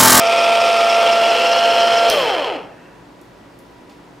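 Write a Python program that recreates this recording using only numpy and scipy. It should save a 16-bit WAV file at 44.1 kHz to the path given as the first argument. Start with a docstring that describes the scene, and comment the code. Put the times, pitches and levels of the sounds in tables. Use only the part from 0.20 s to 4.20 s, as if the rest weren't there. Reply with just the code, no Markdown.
"""Small motor in a box, switched off.

A three-slot DC motor whines inside a cardboard box, close by in a quiet room. Its rotor knocks ring the
walls and the mount, a gear rasps and the brushes hiss. A rocker switch snaps off; friction stops the
rotor in about two thirds of a second, the whine sliding down, the rattle slowing and dulling.
A soft rub and three faint handling ticks follow over steady room noise."""
import sys
import numpy as np
from scipy import signal
from scipy.fft import rfft, irfft
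from scipy.io import wavfile
from scipy.ndimage import uniform_filter1d

SR = 44100
rng = np.random.default_rng(int(sys.argv[2]) if len(sys.argv) > 2 else 0)


def persist_wave(psi):
    """Save psi, clipped to +-1, as 16-bit WAV."""
    counts = np.round(np.clip(psi, -1, 1) * 32767).astype(np.int16)
    wavfile.write(sys.argv[1], SR, np.atleast_2d(counts).T)


N = 176400
TIME_S, BIN_HZ = np.arange(N) / SR, np.fft.rfftfreq(N, 1 / SR)
OFF_S = 1.898
HAND_SETTLES_S = (0.58, 1.36)


def amp(db):
    """Decibels to gain."""
    return 10 ** (np.asarray(db) / 20)


def unit(x):
    """Scales to rms 1."""
    return x / np.sqrt(np.mean(x ** 2) + 1e-20)


def unit_powered(x):
    """Scales to rms 1 over the time the motor is powered."""
    return x / np.sqrt(np.mean(x[:round(OFF_S * SR)] ** 2) + 1e-20)


def at_hz(points, hz):
    """Interpolates (Hz, value) points on a log-frequency axis."""
    point_hz, value = np.transpose(points)
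    return np.interp(np.log(hz + 1), np.log(point_hz + 1), value)


def envelope(points):
    """Interpolates (seconds, value) points at every sample."""
    return np.interp(TIME_S, *np.transpose(points))


def drift(hz):
    """Random motion of rms 1, mostly slower than hz."""
    return unit(irfft(rfft(rng.standard_normal(N)) / (1 + (BIN_HZ / hz) ** 2), N))


def colour(x, spectrum, size=4096):
    """Minimum-phase filter through (Hz, dB) points."""
    log_gain = np.log(amp(at_hz(spectrum, abs(np.fft.fftfreq(size, 1 / SR)))))
    taps = np.fft.ifft(np.exp(np.conj(signal.hilbert(log_gain)))).real
    return signal.oaconvolve(x, taps[:size // 2])[:N]


def resonate(x, hz, width_hz):
    """Steep resonance whose centre can move."""
    carrier = np.exp(2j * np.pi * np.cumsum(hz * np.ones(N)) / SR)
    pole = np.exp(-np.pi * width_hz / SR)
    baseband = signal.lfilter([(1 - pole) ** 2], [1, -2 * pole, pole * pole], x / carrier + 1e-18)
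    return 2 * (carrier * baseband).real


def burst(start_s, decay_s, spectrum):
    """Decaying coloured noise of energy 1."""
    age_s = TIME_S - start_s
    crack = colour(rng.standard_normal(N) * (age_s >= 0) * np.exp(-abs(age_s) / decay_s), spectrum)
    return crack / np.linalg.norm(crack)


# Room decay. Each row: frequency in Hz, T60 in seconds.
ROOM_T60 = [(150, 0.42), (600, 0.81), (2500, 0.53), (8000, 0.25), (15000, 0.62)]
# Reverb width. Each row: frequency in Hz, side level in dB.
ROOM_SIDE = [(150, -12.5), (1200, -6.5), (2800, -14.5), (6000, -26), (12000, -61)]


def room(x, wet_db):
    """Direct sound plus a stereo tail that dies by band and narrows in the treble."""
    hz, age_s, bands = signal.stft(rng.standard_normal((2, SR)), SR, nperseg=256)
    bands[1] *= amp(at_hz(ROOM_SIDE, hz))[:, None]
    decay = amp(-60 * age_s / at_hz(ROOM_T60, hz)[:, None]) * (age_s > .004)
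    tail = signal.istft(bands * decay, SR, nperseg=256)[1]
    mid, side = signal.fftconvolve(x[None], tail / np.linalg.norm(tail[0]), axes=1)[:, :N]
    return x + amp(wet_db) * (mid + np.array([side, -side]))


# Motor under power. Each row: time in seconds, whine pitch in Hz, whine level in dB.
POWERED_RUN = [(0.0, 675, -18.5), (0.03, 678.5, -15.5), (0.388, 683.1, -14.5), (1.116, 682, -14.5),
               (1.152, 683.7, -17), (1.51, 684.7, -14.5), (1.532, 688.4, -18), (1.642, 684, -12.5),
               (1.652, 686.8, -15.5), (1.89, 684.7, -13.5)]
SLOTS, FLUTTER_HZ = 3, 40.23


def shaft_speed(friction_hz_per_s=238, drag_per_s=1.15):
    """Turns per second: nearly steady under power, then braked by dry friction and drag."""
    powered_hz = envelope(np.array(POWERED_RUN)[:, :2]) / SLOTS
    coast_s = np.maximum(TIME_S - OFF_S, 0)
    brake_hz = friction_hz_per_s / drag_per_s
    shaft_hz = (powered_hz + brake_hz) * np.exp(-drag_per_s * coast_s) - brake_hz
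    wobble = np.where(coast_s > 0, .008, .002) * drift(FLUTTER_HZ)
    return np.maximum(shaft_hz, 0) * (1 + wobble)


def shake(shaft_hz, knee_hz=56.2):
    """How hard the rotor shakes the box, 0 to 1; collapses below the knee."""
    push = (shaft_hz / knee_hz) ** 2.42
    return push / np.sqrt(1 + push ** 2)


def harmonic(turns, multiple, flutter_db=0.54):
    """One shaft harmonic with a slight level flutter."""
    tone = np.sqrt(2) * np.sin(2 * np.pi * (multiple * turns + rng.random()))
    return tone * amp(flutter_db * drift(FLUTTER_HZ))


# Powered harmonics. Each row: shaft multiple, level in dB relative to the whine.
POWERED_HARMONICS = [(1, -29.5), (2, -18), (3, -0.5), (4, -17.5), (5, -25.5), (6, -11), (7, -25.5),
                     (8, -24), (9, -29), (11, -26), (12, -22), (13, -27.5), (14, -48.5)]


def powered_whine(turns, pan_db=0.8):
    """Shaft harmonics led by the slot tone, cut with the power."""
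    tones = sum(amp(db) * harmonic(turns, multiple) for multiple, db in POWERED_HARMONICS)
    level = amp(envelope(np.array(POWERED_RUN)[:, [0, 2]]))
    powered = uniform_filter1d(1. * (TIME_S < OFF_S), size=60)
    return tones * level * powered * amp([[-pan_db], [pan_db]])


def rotor_hits(shaft_hz, turns, pace, chatter_per_turn=11, spread_db=3.5, knock_db=-7, dull_hz=3000):
    """One knock per turn with loose chatter between; slower hits are duller."""
    whole_turns = np.maximum.accumulate(np.floor(turns + .09 * drift(hz=290.2)))
    knocks = np.diff(whole_turns, prepend=0) * (1 + 1.38 * rng.uniform(-1.11, 1, N))
    chatter = (rng.random(N) < chatter_per_turn * shaft_hz / SR) * rng.choice([-1, 1], N)
    chatter = chatter * amp(spread_db * np.clip(rng.standard_normal(N), -2, 2))
    # Slackens for a moment as the torque drops, then rattles a little harder.
    coast_db = (1.5 - 6 * np.exp(-abs(TIME_S - OFF_S) / .015)) * (TIME_S > OFF_S)
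    hits = amp(knock_db) * unit_powered(knocks) + unit_powered(chatter)
    hits = hits * shake(shaft_hz) * amp(coast_db)
    lows = irfft(rfft(hits) / (1 + (BIN_HZ / dull_hz) ** 4), N)
    return lows + (hits - lows) * pace ** 0.93


# Cardboard response. Each row: frequency in Hz, gain in dB standing free, gain in dB under a hand.
BOX_RESPONSE = [(60, -35, -34), (118, -26, -23.5), (184, -27, -27.5), (273, -17.5, -13.5), (370, -9.5, -8),
                (505, 1, 4), (600, 0, -1.5), (880, -3.5, -2.5), (1090, -9, -9.5), (1247, 1, -5.5),
                (1547, -15, -9), (1730, -14, -10), (2230, -4.5, -9), (2410, 0, -6.5), (2800, -9.5, -2.5),
                (3290, -4, -4), (3584, -11, -18.5), (4365, -16.5, -8), (4490, -12.5, -20),
                (5060, -15.5, -13.5), (5740, -18, -24), (5740, -20.5, -23.5), (7900, -27, -26.5),
                (8400, -23.5, -33.5), (9700, -33, -33.5), (10800, -34, -36), (13000, -38, -38),
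                (15500, -40, -42)]


def box_rattle(hits, held, level_db=-19.5):
    """Hits ring the cardboard walls; a settling hand changes their response."""
    walls = np.array(BOX_RESPONSE)
    free, pressed = colour(hits, walls[:, :2]), colour(hits, walls[:, [0, 2]])
    return amp(level_db) * unit_powered((1 - held) * free + held * pressed)


# Mount resonance. Each row: time in seconds, centre in Hz.
MOUNT_CENTRE = [(0, 2470), (.35, 2525), (.85, 2675), (1.2, 2640), (1.5, 2870), (1.9, 3049), (2.5, 2920)]


def mount_buzz(hits, pace, level_db=-33.5, coast_db=6):
    """Hits ring the mount; the loose rotor buzzes harder once the drive is off."""
    drive = hits * pace * amp(coast_db * (TIME_S > OFF_S))
    return amp(level_db) * unit_powered(resonate(drive, envelope(MOUNT_CENTRE), width_hz=260))


def gear_rasp(turns, pace, held, ratio=13, teeth=36, level_db=-34, throb_db=5.5, held_db=2.5):
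    """Teeth scrape in a resonance that swells and bends each wheel turn, louder under the hand."""
    angle = 2 * np.pi * turns / ratio
    scrape = rng.standard_normal(N) * (1 + 0.89 * np.cos(teeth * angle)) * pace ** 2
    swell_db = throb_db * np.sin(angle) + 2.5 * drift(hz=7) + held_db * held
    centre_hz = 5330 + 170 * np.cos(angle)
    return amp(level_db) * unit_powered(resonate(scrape * amp(swell_db), centre_hz, width_hz=790))


def brush_hiss(turns, pace, hiss_db=-47, ring_db=-59.5):
    """Brushes hiss on the commutator, swelling as each slot passes, with a thin ring on top."""
    friction = rng.standard_normal(N) * (1 + 0.37 * np.cos(2 * np.pi * SLOTS * turns)) * pace ** 1.58
    hiss = unit_powered(resonate(friction, hz=8360, width_hz=2800))
    ring = unit_powered(resonate(friction, hz=10950, width_hz=300))
    return amp(hiss_db) * hiss + amp(ring_db) * ring


# Room noise. 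Each row: frequency in Hz, relative density in dB.
NOISE_SPECTRUM = [(15, -49), (25, -19), (58, -12.5), (86, -18.5), (122, -2.5), (140, -10), (156, -9),
                  (289, -4.5), (378, -5), (410, -8.5), (509, -8), (631, -10.5), (997, -11.5), (1080, -14.5),
                  (2420, -23), (4750, -29.5), (15500, -47.5)]
# Its stereo image. Each row: frequency in Hz, left-right correlation from 0 to 1.
NOISE_CORRELATION = [(60, 0.96), (240, 0.84), (950, 0.4), (3770, 0.56), (15000, 1)]
# Room hums. Each row: frequency in Hz, level in dB.
ROOM_HUMS = [(55, -63), (172, -58.5), (291, -54), (974, -60), (1943, -68)]


def room_noise(noise_db=-44, waver_db=1.7, waver_hz=2.94):
    """Steady stereo noise with a few wavering hums."""
    left, independent = rfft(rng.standard_normal((2, N)))
    correlation = at_hz(NOISE_CORRELATION, BIN_HZ)
    right = correlation * left + np.sqrt(1 - correlation ** 2) * independent
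    noise = irfft(np.array([left, right]) * amp(at_hz(NOISE_SPECTRUM, BIN_HZ)), N)
    hums = np.zeros(N)
    for hz, db in ROOM_HUMS:
        level = amp(db + waver_db * drift(hz=3))
        phase = 2 * np.pi * np.cumsum(hz + waver_hz * drift(hz=12.5)) / SR
        hums += level * np.sqrt(2) * np.sin(phase)
    return amp(noise_db) * unit(noise) + hums


# Switch snap and thumb thump spectra. Each row: frequency in Hz, relative level in dB.
SNAP_SPECTRUM = [(100, -14), (300, -14), (3000, -22), (4300, -6), (5300, 6), (6500, -11), (8000, -13),
                 (10500, -5.5), (13000, -18), (16000, -15)]
THUMP_SPECTRUM = [(20, 15), (110, 8), (180, 11), (400, -25), (2000, -60)]


def rocker_switch(snap_db=7.5, thump_db=-10, thump_s=.012):
    """The thumb's push thumps the box, then the rocker snaps over and rings the room."""
    snap = amp(snap_db) * burst(start_s=1.8997, decay_s=0.0012, spectrum=SNAP_SPECTRUM)
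    return room(snap, wet_db=-2.5) + amp(thump_db) * burst(OFF_S - thump_s, thump_s, THUMP_SPECTRUM)


# Coasting harmonics. Each row: shaft multiple, full-speed drive in dB, dB gained per halving of speed.
COAST_HARMONICS = [(1, -23.5, -11), (2, -25, -11), (3, -16.5, -10), (4, -38, -5), (6, -26.5, 2.5),
                   (9, -34.5, 1.5), (12, -36, 5), (15, -37, 2.5)]
# Radiation from the walls. Each row: frequency in Hz, gain in dB.
WALL_RADIATION = [(100, -30), (185, -14), (235, -24), (280, -5.5), (370, -8), (480, -1.5), (610, -1),
                  (690, -0.5), (850, 0.5), (1050, -1.5), (1350, -7), (2500, -22)]


def coasting_whine(shaft_hz, turns, rise_s=.035):
    """Unpowered harmonics slide down through the walls' response; the upper ones take over."""
    halvings = np.log2(shaft_hz.max() / np.maximum(shaft_hz, 20))
    tones = np.zeros(N)
    for multiple, db, db_per_halving in COAST_HARMONICS:
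        wall_db = at_hz(WALL_RADIATION, multiple * shaft_hz)
        tones += amp(db + db_per_halving * halvings + wall_db) * harmonic(turns, multiple)
    fade_in = np.clip((TIME_S - OFF_S) / rise_s, 0, 1)
    return room(tones * fade_in * shake(shaft_hz), wet_db=-12)


# Rub envelope. Each row: time in seconds, level in dB.
RUB_LEVEL = [(2.401, -77), (2.521, -55), (2.65, -52), (2.75, -58.5), (2.95, -75)]
# Rub resonances. Each row: centre in Hz, width in Hz, relative level in dB.
RUB_RESONANCES = [(1716, 520, 1), (2650, 306, -5)]


def settling_rub():
    """Soft friction in two resonances as the rotor settles."""
    friction = sum(amp(db) * unit(resonate(rng.standard_normal(N), hz, width_hz))
                   for hz, width_hz, db in RUB_RESONANCES)
    return friction * amp(envelope(RUB_LEVEL))


# Ticks. Each row: start in seconds, energy in dB, decay in seconds, centre in Hz.
HANDLING_TICKS = [(3.013, -30, .004, 8000), (3.389, -28, .005, 8000), (3.695, -22.5, .025, 2980)]


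def handling_ticks(half_width_octaves=0.64):
    """Fingers and a pencil tick faintly, each a burst of band-limited noise."""
    hz = np.geomspace(100, 16000, 24)
    ticks = np.zeros(N)
    for start_s, db, decay_s, centre_hz in HANDLING_TICKS:
        band_db = -10 * np.log10(1 + (np.log2(hz / centre_hz) / half_width_octaves) ** 4)
        ticks += amp(db) * burst(start_s, decay_s, np.transpose([hz, band_db]))
    return room(ticks, wet_db=-1)


def scene():
    """One shaft drives the whine and the mechanical noise; switch, rub, ticks and room noise join."""
    shaft_hz = shaft_speed()
    turns = np.cumsum(shaft_hz) / SR
    pace = shaft_hz / shaft_hz.max()
    held = np.interp(TIME_S, HAND_SETTLES_S, [0, 1])
    whine = powered_whine(turns) + coasting_whine(shaft_hz, turns)
    hits = rotor_hits(shaft_hz, turns, pace)
    rattle = box_rattle(hits, held) + mount_buzz(hits, pace)
    mechanism = room(rattle + gear_rasp(turns, pace, held) + brush_hiss(turns, pace), wet_db=-7.5)
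    return whine + mechanism + rocker_switch() + settling_rub() + handling_ticks() + room_noise()


def record(dry, cutoff_hz=15700):
    """Steep low-pass on the whole scene."""
    taps = signal.firwin(511, cutoff_hz, window=("kaiser", 9), fs=SR)
    return signal.oaconvolve(dry, taps[None], "same")


dry = scene()
out = record(dry)
persist_wave(out)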